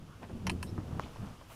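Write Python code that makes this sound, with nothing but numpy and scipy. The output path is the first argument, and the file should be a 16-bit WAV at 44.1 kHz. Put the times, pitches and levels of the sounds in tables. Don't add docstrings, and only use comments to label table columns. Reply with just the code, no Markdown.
import sys
import numpy as np
from scipy import signal
from scipy.fft import rfft, irfft
from scipy.io import wavfile
from scipy.ndimage import uniform_filter1d

SR = 44100
rng = np.random.default_rng(int(sys.argv[2]) if len(sys.argv) > 2 else 0)


def int16_out(signal):
    q = np.round(np.clip(np.atleast_2d(signal).T, -1, 1) * 32767)
    wavfile.write(sys.argv[1], SR, q.astype(np.int16))


N = 68355

# (time [s], gain [dB], shaft mode [Hz], its gain [dB], second mode [Hz], its gain [dB],
# tip mode [Hz], its gain [dB], notch [Hz], notch width [Hz], rattle t60 [s], low cut [Hz],
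# high cut [Hz], slide hiss [dB], rebound delay [s], rebound [dB])
POLE_CLACKS = [(0.4680, -6.5, 5760, 14, 1840, 1.5, 10500, 6, 8700, 2600, 0.063, 413, 13200, -28, 0.0056, -2),
               (0.4961, -6.5, 2665, 15.5, 4240, 9.5, 9600, 13.5, 1470, 350, 0.03, 520, 10700, -20.5, 0.0054, -3.5),
               (0.5155, -27, 4650, 16, 8300, 18, 10300, 14, 6500, 1000, 0.02, 800, 12000, -24, 0.003, -16),
               (0.6279, -11, 2640, 1, 1590, 3, 10700, 5, 3380, 700, 0.029, 890, 14900, -11, 0.003, -7.5)]
# (frequency [Hz], gain [dB])
CLACK_SPECTRUM = [(200, -22), (600, -1.5), (1000, 7), (1400, -1), (2000, -2), (2900, -1.5), (3500, -10.5),
                  (4300, -9), (6000, -13.5), (8000, -13), (11000, -16), (12500, -20), (15000, -38)]
# (frequency [Hz], gain [dB], t60 [s])
TUBE_MODES = [(945, -31.5, 0.082), (1710, -24, 0.044), (2153, -53, 0.019), (2695, -28.5, 0.06),
              (3080, -30.5, 0.087), (4230, -26, 0.027), (4860, -28, 0.03), (5490, -30, 0.047),
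              (6520, -37.5, 0.066), (8360, -41, 0.073), (10350, -47, 0.067), (10440, -29, 0.044)]
# (frequency [Hz], gain [dB])
SLIDE_SPECTRUM = [(2000, -24), (6000, -7), (9000, 5), (12000, -0.5), (15000, -9)]
# (time [s], gain [dB], mode [Hz], its gain [dB], grit [dB], low cut [Hz], high cut [Hz])
GROUND_KNOCKS = [(0.2313, -19.5, 2520, 10.5, 7, 70, 5000), (0.2965, -23.5, 427, 9.5, 4, 120, 4000),
                 (0.494, -11, 1030, -17, -8, 298, 3000), (0.7793, -11, 1320, 0, -1, 150, 2620),
                 (0.9964, 1, 1200, 5, -13, 328, 13000), (1.1600, -19, 1040, -14, 5, 200, 6000),
                 (1.4130, -23, 850, 3.5, 2, 398, 3000)]
# (frequency [Hz], gain [dB])
KNOCK_SPECTRUM = [(100, -33), (350, 2), (700, 1.5), (1100, 2), (1400, -5.5), (1850, -5.5), (2400, -18.5),
                  (5500, -24.5), (8000, -35), (15000, -33)]
# (time [s], level [dB], pitch [Hz], t60 [s])
LOW_THUMPS = [(0.211, -40, 407, 0.041), (0.232, -34.5, 232, 0.06), (0.296, -31, 374, 0.038),
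              (0.345, -34, 227, 0.17), (0.449, -33, 181.5, 0.4), (0.477, -23, 93, 0.084),
              (0.51, -32, 191.3, 0.133), (0.512, -32, 348, 0.091), (0.544, -31, 86.2, 0.3),
              (0.777, -31.5, 309, 0.11), (0.784, -16, 100, 0.033), (0.927, -20, 117, 0.055),
              (0.957, -27.5, 135, 0.061), (1.198, -32, 107, 0.069), (1.229, -31, 201, 0.11)]
# (time [s], length [s], level [dB], centre [Hz],
# sigma [octaves], rise [share of length], grain depth [dB])
RASP_AND_SCUFFS = [(0.05, 0.13, -60.5, 1260, 0.27, .5, -1), (0.212, 0.056, -49, 385, 1.1, 0.3, 1.5),
                   (0.221, 0.031, -54.5, 1350, 0.99, .35, 15), (0.658, 0.045, -63, 4000, .11, .5, -3),
                   (0.648, 0.07, -62, 5330, 0.065, 0.49, 5), (0.787, 0.041, -51.5, 610, 0.73, 0.47, 5),
                   (0.848, 0.33, -54.5, 690, 0.76, 0.17, 1.5), (0.995, 0.099, -56.5, 2800, 0.36, 0.18, 3.5),
                   (0.993, 0.087, -63.5, 5230, 0.35, 0.18, 2), (1.004, 0.08, -54.5, 880, 0.42, 0.25, -8),
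                   (1.163, 0.011, -55.5, 2430, 0.23, 0.41, -11), (1.188, 0.19, -55.5, 860, 0.64, 0.25, 2),
                   (1.235, 0.073, -65.5, 3730, 0.81, .3, 8), (1.485, 0.069, -58.5, 2560, 0.42, 0.38, 4),
                   (1.49, 0.063, -54.5, 836, 0.56, 0.29, 2.5), (1.464, 0.15, -59.5, 8950, 1.9, 0.37, 2)]
# (time [s], relative level [dB])
GUST_ENVELOPE = [(0, -44), (.12, -54.5), (.2, -50.5), (.27, -50.5), (.35, -39), (.41, -43), (.5, -32.5),
                 (.58, -40.5), (.66, -37.5), (.73, -40.5), (.84, -40.5), (.98, -38), (1.06, -44.5),
                 (1.15, -55.5), (1.22, -39.5), (1.3, -45.5), (1.42, -71), (1.55, -77)]
# (frequency [Hz], relative density [dB])
RUMBLE_SPECTRUM = [(20, -6), (35, -22), (60, -3), (95, 0), (140, -1.5), (200, -4), (300, -10), (450, -16.5),
                   (700, -25), (1200, -34), (2500, -52), (6000, -59)]
# (frequency [Hz], relative density [dB])
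AIR_SPECTRUM = [(25, 9.5), (100, 13), (500, -4), (1200, -4), (1900, -11.5), (3000, -9.5), (4000, -15.5),
                (5500, -15.5), (8000, -21), (10500, -21.5), (15000, -29.5)]
# (time [s], level [dB])
AIR_ENVELOPE = [(0, -57), (.25, -54.5), (.8, -53.5), (1.15, -51), (1.45, -53.5), (1.55, -56.5)]

SHAFT_WIDTH_HZ, TIP_WIDTH_HZ, KNOCK_WIDTH_HZ = 193, 780, 380
RATTLE_DB, RATTLE_LOWPASS_HZ = 2.5, 6500
RING_DB, SNAP_DB = -9.5, -23.5
BEND_DELAY_S, BEND_REF_HZ = 0.001256, 1000
SLIDE_T60_S, GRIT_T60_S, THUMP_RISE_S = 0.19, 0.1, 0.0079
RUMBLE_DB, BUFFET_DB = -2, 1.5
BAND_LIMIT_HZ = 15600


def clack(gain_db, shaft_hz, shaft_db, second_hz, second_db, tip_hz, tip_db, notch_hz, notch_width_hz,
          rattle_t60_s, low_hz, high_hz, slide_db, rebound_s, rebound_db):
    t = np.arange(SR // 4) / SR
    softness = np.exp(-2 * np.pi * RATTLE_LOWPASS_HZ / SR)
    force = amp(RATTLE_DB) * signal.lfilter([1 - softness], [1, -softness], chatter(t, rattle_t60_s))
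    add(force, 0, np.ones(1))
    add(force, rebound_s, amp([rebound_db]))
    contact = colour(force, CLACK_SPECTRUM)
    passband = signal.butter(6, [low_hz, high_hz], "bandpass", fs=SR, output="sos")
    body = signal.sosfilt(passband, contact) + amp(SNAP_DB) * contact
    shaft = amp(shaft_db) * resonate(body, shaft_hz, SHAFT_WIDTH_HZ)
    shaft += amp(second_db) * resonate(body, second_hz, SHAFT_WIDTH_HZ)
    tip = amp(tip_db) * resonate(body, tip_hz, TIP_WIDTH_HZ)
    ring = sum(amp(mode_db - 60 * t / t60_s) * np.sin(2 * np.pi * (hz * t + rng.random()))
               for hz, mode_db, t60_s in TUBE_MODES)
    pole = body + shaft + tip + amp(RING_DB) * ring
    pole -= resonate(pole, notch_hz, notch_width_hz)
    slide = amp(slide_db) * colour(chatter(t, SLIDE_T60_S), SLIDE_SPECTRUM)
    return amp(gain_db) * shaft_dispersion(pole + slide)


def shaft_dispersion(x):
    size = 2 * len(x)
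    hz = np.fft.rfftfreq(size, 1 / SR)
    lag_cycles = 2 * BEND_DELAY_S * np.sqrt(BEND_REF_HZ * hz)
    return irfft(rfft(x, size) * np.exp(-2j * np.pi * lag_cycles))[:len(x)]


def knock(gain_db, mode_hz, mode_db, grit_db, low_hz, high_hz):
    t = np.arange(SR // 4) / SR
    force = amp(grit_db) * chatter(t, GRIT_T60_S)
    add(force, 0, np.ones(1))
    passband = signal.butter(2, [low_hz, high_hz], "bandpass", fs=SR, output="sos")
    blow = signal.sosfilt(passband, colour(force, KNOCK_SPECTRUM))
    return amp(gain_db) * (blow + amp(mode_db) * resonate(blow, mode_hz, KNOCK_WIDTH_HZ))


def thump(level_db, pitch_hz, t60_s):
    t = np.arange(SR // 4) / SR
    attack = np.minimum(t / THUMP_RISE_S, 1)
    return attack * amp(level_db - 60 * t / t60_s) * np.sin(2 * np.pi * pitch_hz * t)


def scuff(length_s, level_db, centre_hz, sigma_oct, rise_share, grain_db):
    n = int(length_s * SR)
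    white = rng.standard_normal(N)
    roughness = unit_rms(uniform_filter1d(rng.standard_normal(N), size=60))
    grains = white * amp(grain_db * roughness)
    offset_oct = np.log2((np.fft.rfftfreq(N, 1 / SR) + 1) / centre_hz)
    band = np.exp(-.5 * (offset_oct / sigma_oct) ** 2)
    swish = unit_rms(irfft(rfft(grains) * band, N)[:n])
    progress = np.arange(n) / n
    swell = np.minimum(progress / rise_share, np.sqrt((1 - progress) / (1 - rise_share)))
    return amp(level_db) * swell * swish


def wind():
    eddies = uniform_filter1d(rng.standard_normal(N), size=600)
    buffet = unit_rms(uniform_filter1d(eddies, size=400))
    rumble = unit_rms(noise(RUMBLE_SPECTRUM) * amp(BUFFET_DB * buffet))
    air = noise(AIR_SPECTRUM) * amp(curve(AIR_ENVELOPE))
    return rumble * amp(curve(GUST_ENVELOPE) + RUMBLE_DB) + air


def chatter(t, t60_s):
    burst = rng.standard_normal(len(t)) * amp(-60 * t / t60_s)
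    return burst / np.linalg.norm(burst)


def resonate(x, hz, width_hz):
    return signal.lfilter(*signal.iirpeak(hz, hz / width_hz, SR), x)


def colour(x, spectrum, size=2048):
    log_gain = np.log(gain_at(spectrum, abs(np.fft.fftfreq(size, 1 / SR))))
    taps = np.fft.ifft(np.exp(np.conj(signal.hilbert(log_gain)))).real
    return signal.fftconvolve(x, taps)[:len(x)]


def noise(spectrum):
    gain = gain_at(spectrum, np.fft.rfftfreq(N, 1 / SR))
    return unit_rms(irfft(rfft(rng.standard_normal(N)) * gain, N))


def gain_at(spectrum, hz):
    points_hz, points_db = np.transpose(spectrum)
    return amp(np.interp(np.log(hz + 1), np.log(points_hz + 1), points_db))


def curve(points):
    return np.interp(np.arange(N) / SR, *np.transpose(points))


def amp(db):
    return 10 ** (np.asarray(db) / 20)


def unit_rms(x):
    return x / np.sqrt(np.mean(x ** 2) + 1e-20)


def add(mix, start_s, sound):
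    part = mix[round(start_s * SR):][:len(sound)]
    part += sound[:len(part)]


def scene():
    mix = wind()
    layers = (clack, POLE_CLACKS), (knock, GROUND_KNOCKS), (thump, LOW_THUMPS), (scuff, RASP_AND_SCUFFS)
    for source, events in layers:
        for start_s, *settings in events:
            add(mix, start_s, source(*settings))
    return mix[None]


def record(dry):
    taps = signal.firwin(255, BAND_LIMIT_HZ, window=("kaiser", 8), fs=SR)
    return signal.oaconvolve(dry, taps[None], "same")


dry = scene()
out = record(dry)
int16_out(out)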